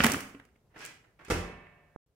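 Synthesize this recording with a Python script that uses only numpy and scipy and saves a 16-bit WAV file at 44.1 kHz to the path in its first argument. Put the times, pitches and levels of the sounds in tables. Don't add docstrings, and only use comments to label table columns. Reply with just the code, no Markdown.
import sys
import numpy as np
from scipy import signal
from scipy.fft import rfft, irfft
from scipy.io import wavfile
from scipy.ndimage import uniform_filter1d

SR = 44100
rng = np.random.default_rng(int(sys.argv[2]) if len(sys.argv) > 2 else 0)


def dump_mix(stems):
    frames = np.atleast_2d(stems).T
    limited = np.clip(frames, -1, 1)
    pcm = np.round(limited * 32767).astype(np.int16)
    wavfile.write(sys.argv[1], SR, pcm)


N = 94815
TIME = np.arange(N) / SR

# (frequency [Hz], level [dB])
AIR_COLOUR = [(18, -40), (45, -6), (120, -5), (270, -19), (400, -13.5), (2000, -29), (15000, -36.5)]
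AIR_DB = -68

# (start [s], rise [s], fall [s], level [dB])
RUSTLES = [(-.012, .0055, 0.097, -33.5), (0.76, 0.057, 0.11, -49), (1.246, 0.0031, 0.044, -55)]
# (frequency [Hz], level [dB])
RUSTLE_COLOUR = [(40, -13.5), (280, -7.5), (1100, -7), (2300, -2), (3800, -12.5), (5200, -10.5),
                 (16000, -29.5)]
GRAINS_PER_S, GRAIN_SPREAD_DB, RUSTLE_WET_DB = 2600, 1.5, 2.5
# (frequency [Hz], level [dB])
OPEN_LID_MODES = [(1650, -2.5), (1800, -2.5), (2570, -4)]
OPEN_LID_DB, OPEN_LID_T60_S = -12.5, 0.15

# (time [s], thud [dB], knock [dB], crack of the liner [dB])
BOOK_HITS = [(.0028, -26.5, -23, -47.5), (.008, -38.5, -30.5, -52), (0.037, -61, -23.5, -29.5),
             (.043, -27, -21, -26.5), (0.0563, -27.5, -28, -34.5), (0.064, -34.5, -29.5, -29),
             (0.088, -36.5, -38, -48), (0.098, -37.5, -36.5, -41), (0.1068, -43.5, -38.5, -47),
             (0.118, -49, -41.5, -30.5), (.136, -56, -40.5, -39.5), (0.1422, -39.5, -35.5, -55),
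             (.167, -36, -45, -61), (.205, -55.5, -46, -44.5), (.348, -50, -54, -72),
             (.398, -56.5, -55.5, -66.5), (.451, -72, -66.5, -65.5), (.56, -68, -68.5, -79)]
# (frequency [Hz], level [dB])
THUD_COLOUR = [(30, -27), (70, -9), (250, -3.5), (450, -7), (700, -21), (2000, -55)]
# (frequency [Hz], level [dB])
KNOCK_COLOUR = [(150, -17.5), (450, -7), (1200, -3), (2800, -4), (3800, -16.5), (8000, -42)]
# (frequency [Hz], level [dB])
CRACK_COLOUR = [(1000, -29), (5000, -1.5), (8300, -1), (13000, -7)]
# (frequency [Hz], level [dB])
OPEN_BIN_MODES = [(229, 3), (270, 2.5), (455, -6), (556, -6.5), (1076, -5), (1265, -6.5), (2331, -5),
                  (2628, -7.5)]
OPEN_BIN_DB, OPEN_BIN_T60_S = -5, 0.3
BOOK_CONTACT_S, BOOK_WET_DB = 0.0014, -6
PUSH_DB, PUSH_HZ, PUSH_S = -32.5, 74, 0.021

# (time [s], frequency [Hz], level [dB])
BOOMS = [(.041, 229.5, -17), (.128, 269.3, -31.5), (.226, 268.4, -42), (.345, 281.5, -46.5)]
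BOOM_RISE_S, BOOM_T60_S = 0.004, 0.18

# (time [s], frequency [Hz], level [dB])
CLACKS = [(0.0654, 1780, -28), (0.144, 1563, -33.5), (.397, 1750, -56.5), (.556, 2250, -70),
          (0.761, 1667, -56), (1.667, 2100, -58)]
CLACK_T60_S = 0.0097

# (time [s], level [dB], contact [s])
SCUFFS = [(.699, -66.5, 0.017), (.74, -57, 0.01), (.758, -49.5, 0.0066), (1.038, -62, 0.0052),
          (1.19, -55, 0.0047), (1.206, -55.5, 0.0065)]
# (frequency [Hz], level [dB])
SCUFF_COLOUR = [(100, -9), (350, -2), (900, -6.5), (1900, -2.5), (3800, -18.5), (12000, -32.5)]

# (time [s], level [dB])
TICKS = [(0.791, -57.5), (0.8152, -72), (0.8505, -44.5), (0.861, -46.5), (1.2492, -56.5)]
# (frequency [Hz], level [dB])
TICK_COLOUR = [(2000, -31), (7500, 1.5), (12000, -11.5), (15000, -10.5)]
TICK_CONTACT_S, TICK_WET_DB = 0.00086, -8

# (time [s], clang [dB], thump [dB], contact [s])
LID_HITS = [(1.282, -48.5, -51, 0.0033), (1.3006, -32, -32.5, 0.0021), (1.305, -27, -40, 0.0051),
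            (1.322, -43, -41.5, 0.0045)]
# (frequency [Hz], level [dB])
CLANG_COLOUR = [(60, -17.5), (420, 7), (700, -1.5), (1100, 0.5), (2600, -6), (4100, -14), (4950, -10),
                (9000, -16), (16000, -30)]
# (frequency [Hz], level [dB])
THUMP_COLOUR = [(20, -31), (45, -1), (80, 2.5), (125, -5), (400, -8.5), (1200, -43.5)]
CLANG_WET_DB, THUMP_WET_DB = 0.5, -5

# (frequency [Hz], level [dB], T60 [s])
SHUT_LID_MODES = [(151, -21, 3), (176.6, 0.5, 0.79), (382, -3, 0.86), (442.6, -1.5, 0.72),
                  (586, -10.5, 1.29), (709, -19, 2.2), (772, -6.5, 0.78), (861, -26, 1.45), (970, -5, 0.82),
                  (1073, -9, 1.05), (1178, -10.5, 1.08), (1581, -21, 0.77), (1622, -17.5, 1.6),
                  (1810, -20.5, 1.94), (1785, -13, 1.64), (1977, -10.5, 1), (2106, -7.5, 0.92),
                  (2244, -14.5, 1.6), (2580, -11.5, 0.92), (2600, -10.5, 1.1)]
# (frequency [Hz], level [dB])
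SHIMMER_COLOUR = [(150, -12.5), (400, -2.5), (2600, -1), (3800, -11), (16000, -48)]
# (frequency [Hz], T60 [s])
SHIMMER_T60 = [(300, 1.583), (2800, 1.23), (12000, 0.54)]
SHUT_LID_DB, SHIMMER_DB = -28, -38

JUDDER_S, JUDDER_HZ, JUDDER_DB, JUDDER_STEP_DB, JUDDER_COUNT = 1.3205, 43.78, -27.5, -4.5, 6

POP_S, POP_WIDTH_S, POP_DB, POP_LEAN_DB = 1.9616, 0.00019, -37.5, 25.5
DROPOUT_S, RETURN_S, RETURN_DB = 1.963, 2.062, -5.5

# (frequency [Hz], T60 [s])
ROOM_T60 = [(80, 0.74), (250, 0.5785), (14000, 0.46)]
# (frequency [Hz], likeness [0-1])
LIKENESS = [(300, 0.93), (1600, 0.41), (5000, 0.033)]
# (frequency [Hz], right minus left [dB])
BALANCE = [(400, 0.84), (1300, 3.6), (2800, 3.2), (5500, 0.89)]
ECHO_BUILD_S = 0.0013

KNEE_DB, SUPPRESS_DB, EDGE_HZ = -85.5, -6, 15850


def amp(db):
    return 10 ** (np.asarray(db) / 20)


def unit(x):
    return x / np.sqrt(np.sum(x ** 2, -1, keepdims=True) + 1e-20)


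def read(points, hz):
    f, value = np.transpose(points)
    return np.interp(np.log(hz + 1), np.log(f), value)


def convolve(x, response):
    return signal.fftconvolve(np.atleast_2d(x), np.atleast_2d(response), axes=1)[:, :N]


def colour(x, spectrum, size=8192):
    hz = abs(np.fft.fftfreq(size, 1 / SR))
    log_gain = np.log(amp(read(spectrum, hz)))
    response = np.fft.ifft(np.exp(np.conj(signal.hilbert(log_gain)))).real
    return convolve(x, unit(response[:size // 2]))


def pair(x):
    left, other = rfft(x)
    same = np.clip(read(LIKENESS, np.fft.rfftfreq(N, 1 / SR)), -1, 1)
    right = same * left + np.sqrt(1 - same ** 2) * other
    return irfft(np.array([left, right]), N)


def spikes(times, levels_db):
    out = np.zeros(N)
    out[np.round(times * SR).astype(int)] = amp(levels_db) * np.sqrt(SR / 100)
    return out


def blows(times, levels_db, contacts):
    out = np.zeros((2, N))
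    t = TIME[:4096]
    for s, db, contact in zip(times, levels_db, contacts):
        swell = t * np.exp(-t / contact)
        spectrum = rfft(rng.standard_normal((2, len(t))) * swell)
        burst = unit(irfft(spectrum / np.sqrt(abs(spectrum) + 1e-20)))
        start = round(s * SR)
        out[:, start:start + len(t)] += amp(db) * np.sqrt(SR / 100) * burst
    return pair(out)


def ring(modes, t60):
    return unit(sum(amp(db - 60 * TIME / t60) * np.sin(2 * np.pi * hz * TIME) for hz, db in modes))


def tail(t60s, build_s):
    hz, t, bands = signal.stft(pair(rng.standard_normal((2, N))), SR, nperseg=512)
    fade = amp(-60 * t / read(t60s, hz)[:, None])
    echoes = signal.istft(bands * fade, SR, nperseg=512)[1][:, :N]
    return unit(echoes * (1 - np.exp(-TIME / build_s)))


def in_room(x, wet_db):
    return x + amp(wet_db) * convolve(x, tail(ROOM_T60, ECHO_BUILD_S))


def air():
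    return amp(AIR_DB) * colour(pair(rng.standard_normal((2, N))), AIR_COLOUR)


def open_lid_ring(x):
    return amp(OPEN_LID_DB) * convolve(x, ring(OPEN_LID_MODES, OPEN_LID_T60_S))


def rustle():
    swell = np.zeros(N)
    for s, rise, fall, db in RUSTLES:
        swell += amp(db) * np.interp(TIME, [s, s + rise, s + rise + fall], [0, 1, 0])
    sizes = amp(GRAIN_SPREAD_DB * np.minimum(rng.exponential(1, N), 4))
    present = rng.random(N) < GRAINS_PER_S / SR
    grains = pair(unit(sizes * present * rng.standard_normal((2, N)))) * np.sqrt(N)
    crinkles = colour(grains * swell, RUSTLE_COLOUR)
    return in_room(crinkles, RUSTLE_WET_DB) + open_lid_ring(crinkles)


def book():
    s, thud_db, knock_db, crack_db = np.transpose(BOOK_HITS)
    contact = np.full(len(s), BOOK_CONTACT_S)
    weight = spikes(s, thud_db)
    thuds = colour(weight, THUD_COLOUR)
    knocks = colour(blows(s, knock_db, contact), KNOCK_COLOUR)
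    cracks = colour(blows(s, crack_db, contact), CRACK_COLOUR)
    bin_ring = amp(OPEN_BIN_DB) * convolve(weight, ring(OPEN_BIN_MODES, OPEN_BIN_T60_S))
    cycles = (TIME - PUSH_S) * PUSH_HZ
    air_push = amp(PUSH_DB) * np.cos(2 * np.pi * cycles) * np.exp(-cycles ** 2)
    return in_room(thuds + knocks + cracks, BOOK_WET_DB) + bin_ring + air_push


def booms():
    swell = 1 - np.exp(-TIME / BOOM_RISE_S)
    out = np.zeros((1, N))
    for s, hz, db in BOOMS:
        note = unit(swell * ring([(hz, db)], BOOM_T60_S))
        out += convolve(spikes(np.array(s), db), note)
    return out


def clacks():
    out = np.zeros((2, N))
    for s, hz, db in CLACKS:
        clack = convolve(blows([s], [0], [BOOK_CONTACT_S]), ring([(hz, 0)], CLACK_T60_S))
        out += amp(db) * np.sqrt(SR / 100) * unit(clack)
    return in_room(out, BOOK_WET_DB)


def scuffs():
    return in_room(colour(blows(*np.transpose(SCUFFS)), SCUFF_COLOUR), RUSTLE_WET_DB)


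def ticks():
    s, db = np.transpose(TICKS)
    sharp = colour(blows(s, db, np.full(len(s), TICK_CONTACT_S)), TICK_COLOUR)
    return in_room(sharp, TICK_WET_DB) + open_lid_ring(sharp)


def lid_slam():
    s, clang_db, thump_db, contact = np.transpose(LID_HITS)
    clang = colour(blows(s, clang_db, contact), CLANG_COLOUR)
    thump = colour(spikes(s, thump_db), THUMP_COLOUR)
    return in_room(clang, CLANG_WET_DB) + in_room(thump, THUMP_WET_DB)


def lid_ring():
    notes = np.zeros((2, N))
    for hz, db, t60 in SHUT_LID_MODES:
        phase = rng.uniform(-np.pi, np.pi, size=(2, 1)) * (1 - read(LIKENESS, hz))
        notes += amp(db - 60 * TIME / t60) * np.sin(2 * np.pi * hz * TIME + phase)
    shimmer = colour(tail(SHIMMER_T60, ECHO_BUILD_S), SHIMMER_COLOUR)
    ringing = amp(SHUT_LID_DB) * unit(notes) + amp(SHIMMER_DB) * shimmer
    s, clang_db = np.transpose(LID_HITS)[:2]
    return convolve(spikes(s[np.argmax(clang_db)], 0), ringing)


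def judder():
    bump = np.arange(JUDDER_COUNT)
    pushes = spikes(JUDDER_S + bump / JUDDER_HZ, JUDDER_DB + JUDDER_STEP_DB * bump)
    return in_room(colour(pushes, THUMP_COLOUR), THUMP_WET_DB)


def pop():
    level = amp(POP_DB + POP_LEAN_DB * np.array([[-.5], [.5]]))
    return level * np.exp(-.5 * ((TIME - POP_S) / POP_WIDTH_S) ** 2)


def scene():
    lid_sounds = scuffs() + ticks() + lid_slam() + lid_ring() + judder()
    bin_sounds = rustle() + book() + booms() + clacks() + lid_sounds
    lean_db = read(BALANCE, np.fft.rfftfreq(N, 1 / SR)) * np.array([[-.5], [.5]])
    placed = irfft(rfft(bin_sounds) * amp(lean_db), N)
    before = TIME < DROPOUT_S
    air_gain = before + amp(RETURN_DB) * (TIME > RETURN_S)
    return placed * before + air() * air_gain + pop()


def record(dry):
    bands = signal.stft(dry, nperseg=512)[2]
    power = (abs(bands) ** 2).mean(0)
    power = uniform_filter1d(power, size=9, axis=0)
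    power = abs(uniform_filter1d(power, size=5, axis=1))
    gain = amp(SUPPRESS_DB / (1 + power / amp(KNEE_DB) ** 2))
    quiet = signal.istft(bands * gain, nperseg=512)[1][:, :N]
    low_pass = signal.firwin(511, EDGE_HZ, window=("kaiser", 9), fs=SR)
    return signal.oaconvolve(quiet, low_pass[None], "same")


dry = scene()
out = record(dry)
dump_mix(out)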